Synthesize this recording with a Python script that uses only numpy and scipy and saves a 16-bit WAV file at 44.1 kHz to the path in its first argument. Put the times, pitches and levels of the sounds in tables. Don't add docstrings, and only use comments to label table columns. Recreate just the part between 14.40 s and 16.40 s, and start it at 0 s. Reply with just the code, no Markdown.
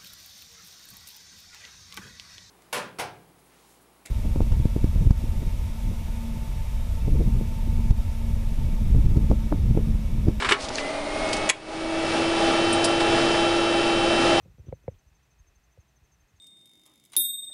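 import sys
import numpy as np
from scipy import signal
from scipy.fft import rfft, irfft
from scipy.io import wavfile
from scipy.ndimage import uniform_filter1d

SR = 44100
rng = np.random.default_rng(int(sys.argv[2]) if len(sys.argv) > 2 else 0)


def int16_out(signal):
    q = np.round(np.clip(np.atleast_2d(signal).T, -1, 1) * 32767)
    wavfile.write(sys.argv[1], SR, q.astype(np.int16))


N = 88200


def undb(db):
    return 10 ** (np.asarray(db) / 20)


def noise(colour):
    hz, db = np.array(colour, float).T
    f = np.maximum(np.arange(N // 2 + 1) * SR / N, 1)
    gain = undb(np.interp(np.log(f), np.log(hz), db))
    skirts = np.minimum(f / hz[0], 1) ** 3 * np.minimum(hz[-1] / f, 1) ** 6
    shaped = irfft(rfft(rng.standard_normal(N)) * gain * skirts, N)
    return shaped / shaped.std()


def add(out, start_s, sound):
    i = max(int(start_s * SR), 0)
    out[i:i + len(sound)] += sound[:max(N - i, 0)]


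def mode(t, hz, db, rise_s, t60):
    envelope = (1 - np.exp(-(t / rise_s) ** 2)) * np.exp(-np.log(1000) * t / t60)
    return undb(db) * envelope * np.sin(2 * np.pi * hz * t)


# frequency in Hz, relative level in dB.
RUMBLE_SPECTRUM = [(25, -22), (35, -17), (55, 13), (90, -4.5), (145, 0), (200, -11.5), (300, -13.5),
                   (450, -14.5), (600, -41.5)]
HISS_SPECTRUM = [(150, -1), (450, -6), (700, -1), (1300, -4), (2050, -3), (2350, -8), (2480, -2.5),
                 (2580, -1), (2800, -8), (4400, -10.5), (4950, -13), (5500, -11), (6600, -11.5),
                 (7600, -14.5), (9500, -17), (10400, -21.5), (11700, -17.5), (14300, -18.5), (15700, -22)]
def garden_air():
    return undb(-67) * noise(RUMBLE_SPECTRUM) + undb(-72) * noise(HISS_SPECTRUM)


# time in seconds, level in dB.
RUB_LEVELS = [(0, -64), (.06, -53), (.12, -60), (.17, -85), (.21, -62.5), (.29, -45.5), (0.339, -52),
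              (0.409, -69), (0.528, -53.5), (.6, -77.5), (2, -98)]
# frequency in Hz, relative level in dB.
RUB_SPECTRUM = [(30, -3), (70, 5), (150, -2), (270, -20.5), (480, -17.5), (750, -32.5), (1500, -39.5),
                (4000, -43.5)]
SKIN_SPECTRUM = [(7000, 4), (11000, -5), (14000, 6), (15700, -4)]
def grip_rub(hiss_end_s=.62, hiss_fade_s=.06):
    t = np.arange(N) / SR
    times, db = np.array(RUB_LEVELS).T
    hiss = undb(-86.5) * noise(SKIN_SPECTRUM) * np.clip((hiss_end_s - t) / hiss_fade_s, 0, 1)
    rub = noise(RUB_SPECTRUM) * undb(np.interp(t, times, db))
    return rub + hiss


# start in seconds, level in dB before the trim, pitch at the crest in Hz.
WING_STROKES = [(.021, -76, 6030), (.1, -82, 6000), (.177, -74, 6060), (.256, -69.5, 6100),
                (.339, -71.5, 6220), (.421, -77, 6160), (.502, -73, 6220), (.580, -72.5, 6240),
                (.663, -73.5, 6160), (.743, -72, 6270), (.823, -75, 6160), (.902, -71.5, 6260),
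                (.982, -68.5, 6430), (1.065, -69, 6310), (1.147, -70.5, 6320), (1.230, -73, 6300),
                (1.312, -74, 6260), (1.394, -71.5, 6380), (1.474, -74.5, 6240), (1.554, -70, 6220),
                (1.632, -72.5, 6370), (1.714, -68.5, 6380), (1.795, -72.5, 6330), (1.875, -74, 6500),
                (1.953, -73.5, 6400)]
def cricket(trim_db=-0.5):
    stroke_s, attack_s, release_s = 0.038, 0.013, 0.028
    crest_s, climb_hz, end_hz = .013, 130, 5680
    waver_hz, rasp_depth = 35, .17
    echo_db, echo_decay_s = -2, .004
    out, t = np.zeros(N), np.arange(int(stroke_s * SR)) / SR
    below_crest_hz = climb_hz * np.maximum(1 - t / crest_s, 0) ** 2
    sag = (np.maximum(t - crest_s, 0) / (stroke_s - crest_s)) ** 2
    swell = np.clip(t / attack_s, 0, 1) * np.clip((stroke_s - t) / release_s, 0, 1)
    lag = np.arange(SR // 10) / SR
    for start, db, hz in WING_STROKES:
        jitter = rng.standard_normal((2, len(lag)))
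        waver, rasp = uniform_filter1d(jitter, size=70)[:, :len(t)]
        pitch = hz - below_crest_hz - (hz - end_hz) * sag + waver_hz * waver / waver.std()
        tone = swell * (1 + rasp_depth * rasp / rasp.std()) * np.sin(2 * np.pi * np.cumsum(pitch) / SR)
        leaf_scatter = rng.standard_normal(len(lag)) * np.exp(-lag / echo_decay_s)
        heard = signal.fftconvolve(tone, leaf_scatter)
        heard *= undb(echo_db) * np.linalg.norm(tone) / np.linalg.norm(heard)
        heard[:len(t)] += tone
        heard *= np.sqrt(len(t) / 2) / np.linalg.norm(heard)
        add(out, start, undb(db + trim_db) * heard)
    return out


# start in seconds, length in seconds, level in dB, centre frequency in Hz.
SLIPS = [(0.049, 0.014, -68, 416), (0.068, 0.02, -67, 330), (0.185, 0.0286, -68, 376),
         (0.268, 0.0083, -55.5, 440), (.283, .014, -49.5, 334), (.284, 0.011, -65, 900),
         (0.316, 0.015, -63, 465), (0.437, 0.017, -64.5, 443), (0.248, 0.088, -81, 3150),
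         (0.536, 0.032, -78.5, 3230)]
def scuffs(edge_ratio=0.96):
    out = np.zeros(N)
    for start, length, db, hz in SLIPS:
        progress = np.linspace(0, 1, int(length * SR))
        band = noise([(hz / edge_ratio, 0), (hz * edge_ratio, 0)])[:len(progress)]
        friction = band * progress * (1 - progress) ** 2
        add(out, start, undb(db) * friction / friction.std())
    return out


# start in seconds, level in dB,
# pitch halfway down the thump's fall in Hz, hardness in dB (the gain of ring and tick).
FINGER_CONTACTS = [(0.0569, -46, 128, -4), (0.077, -46, 98, -20), (.093, -45, 70, -28),
                   (0.113, -64, 98, -30), (.14, -51.5, 106, -20), (0.1818, -47.5, 124, -7),
                   (.194, -37, 78, -18), (0.24, -51, 123, -31), (0.27, -54, 127, -10),
                   (0.2818, -31, 91.6, -27), (0.3257, -31.5, 106, 6.5), (0.48, -27.5, 103.7, 6.5),
                   (.512, -44.5, 57, -15), (.545, -52, 55.7, -31), (.66, -52, 63.3, -40),
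                   (.712, -56, 72.6, -35), (0.995, -46, 59, -39), (1.075, -52, 60, -38),
                   (1.158, -53.5, 60, -35), (1.3748, -58.5, 102, 8), (1.383, -44.5, 81.7, -51),
                   (1.618, -52.5, 64.7, -28.5), (1.819, -55.5, 54.4, -37), (1.935, -55.5, 86.4, -32)]
# frequency in Hz, relative level in dB, rise in seconds,
# time to fall 60 dB in seconds before the hand chokes it.
CASE_RESONANCES = [(523.6, 3, 0.0023, 0.054), (623.4, 3, 0.0013, 0.016), (760, -8.5, 0.003, 0.013),
                   (880, -61, 0.003, 0.011)]
# frequency in Hz, relative level in dB, time to fall 60 dB in seconds.
TICK_RESONANCES = [(1320, -0.5, 0.016), (1634, -9.5, 0.036), (2067, 5.5, 0.012), (2311, -4.5, 0.024),
                   (3380, -3, 0.0036), (4110, -16, 0.0061)]
def finger_bumps():
    cycles_to_peak, sag_depth, sag_s, choke_s = 0.7, 0.62, 0.016, 0.01
    tick_db, tick_lead_s, tick_rise_s = -28, 0.001205, 0.0003
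    out, t = np.zeros(N), np.arange(SR // 10) / SR
    ring = sum(mode(t, *row) for row in CASE_RESONANCES) * np.exp(-(t / choke_s) ** 2)
    tick = sum((-1) ** k * mode(t, hz, db, tick_rise_s, t60)
               for k, (hz, db, t60) in enumerate(TICK_RESONANCES))
    for start, db, hz, hardness_db in FINGER_CONTACTS:
        age = t * hz / cycles_to_peak
        swell = (age * np.exp(1 - age)) ** 2
        pitch = hz * (1 + sag_depth * (2 * np.exp(-t / sag_s) - 1))
        thump = swell * np.sin(2 * np.pi * np.cumsum(pitch) / SR)
        add(out, start, undb(db) * (thump + undb(hardness_db) * ring))
        add(out, start - tick_lead_s, undb(db + hardness_db + tick_db) * tick)
    return out


def scene():
    return (cricket() + finger_bumps() + scuffs() + grip_rub() + garden_air())[None]


def record(dry, low_hz=32, top_hz=15700):
    low_cut = signal.butter(3, low_hz, "high", fs=SR, output="sos")
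    top_cut = signal.ellip(10, .1, 70, top_hz, fs=SR, output="sos")
    return signal.sosfilt(top_cut, signal.sosfilt(low_cut, dry))


dry = scene()
out = record(dry)
int16_out(out)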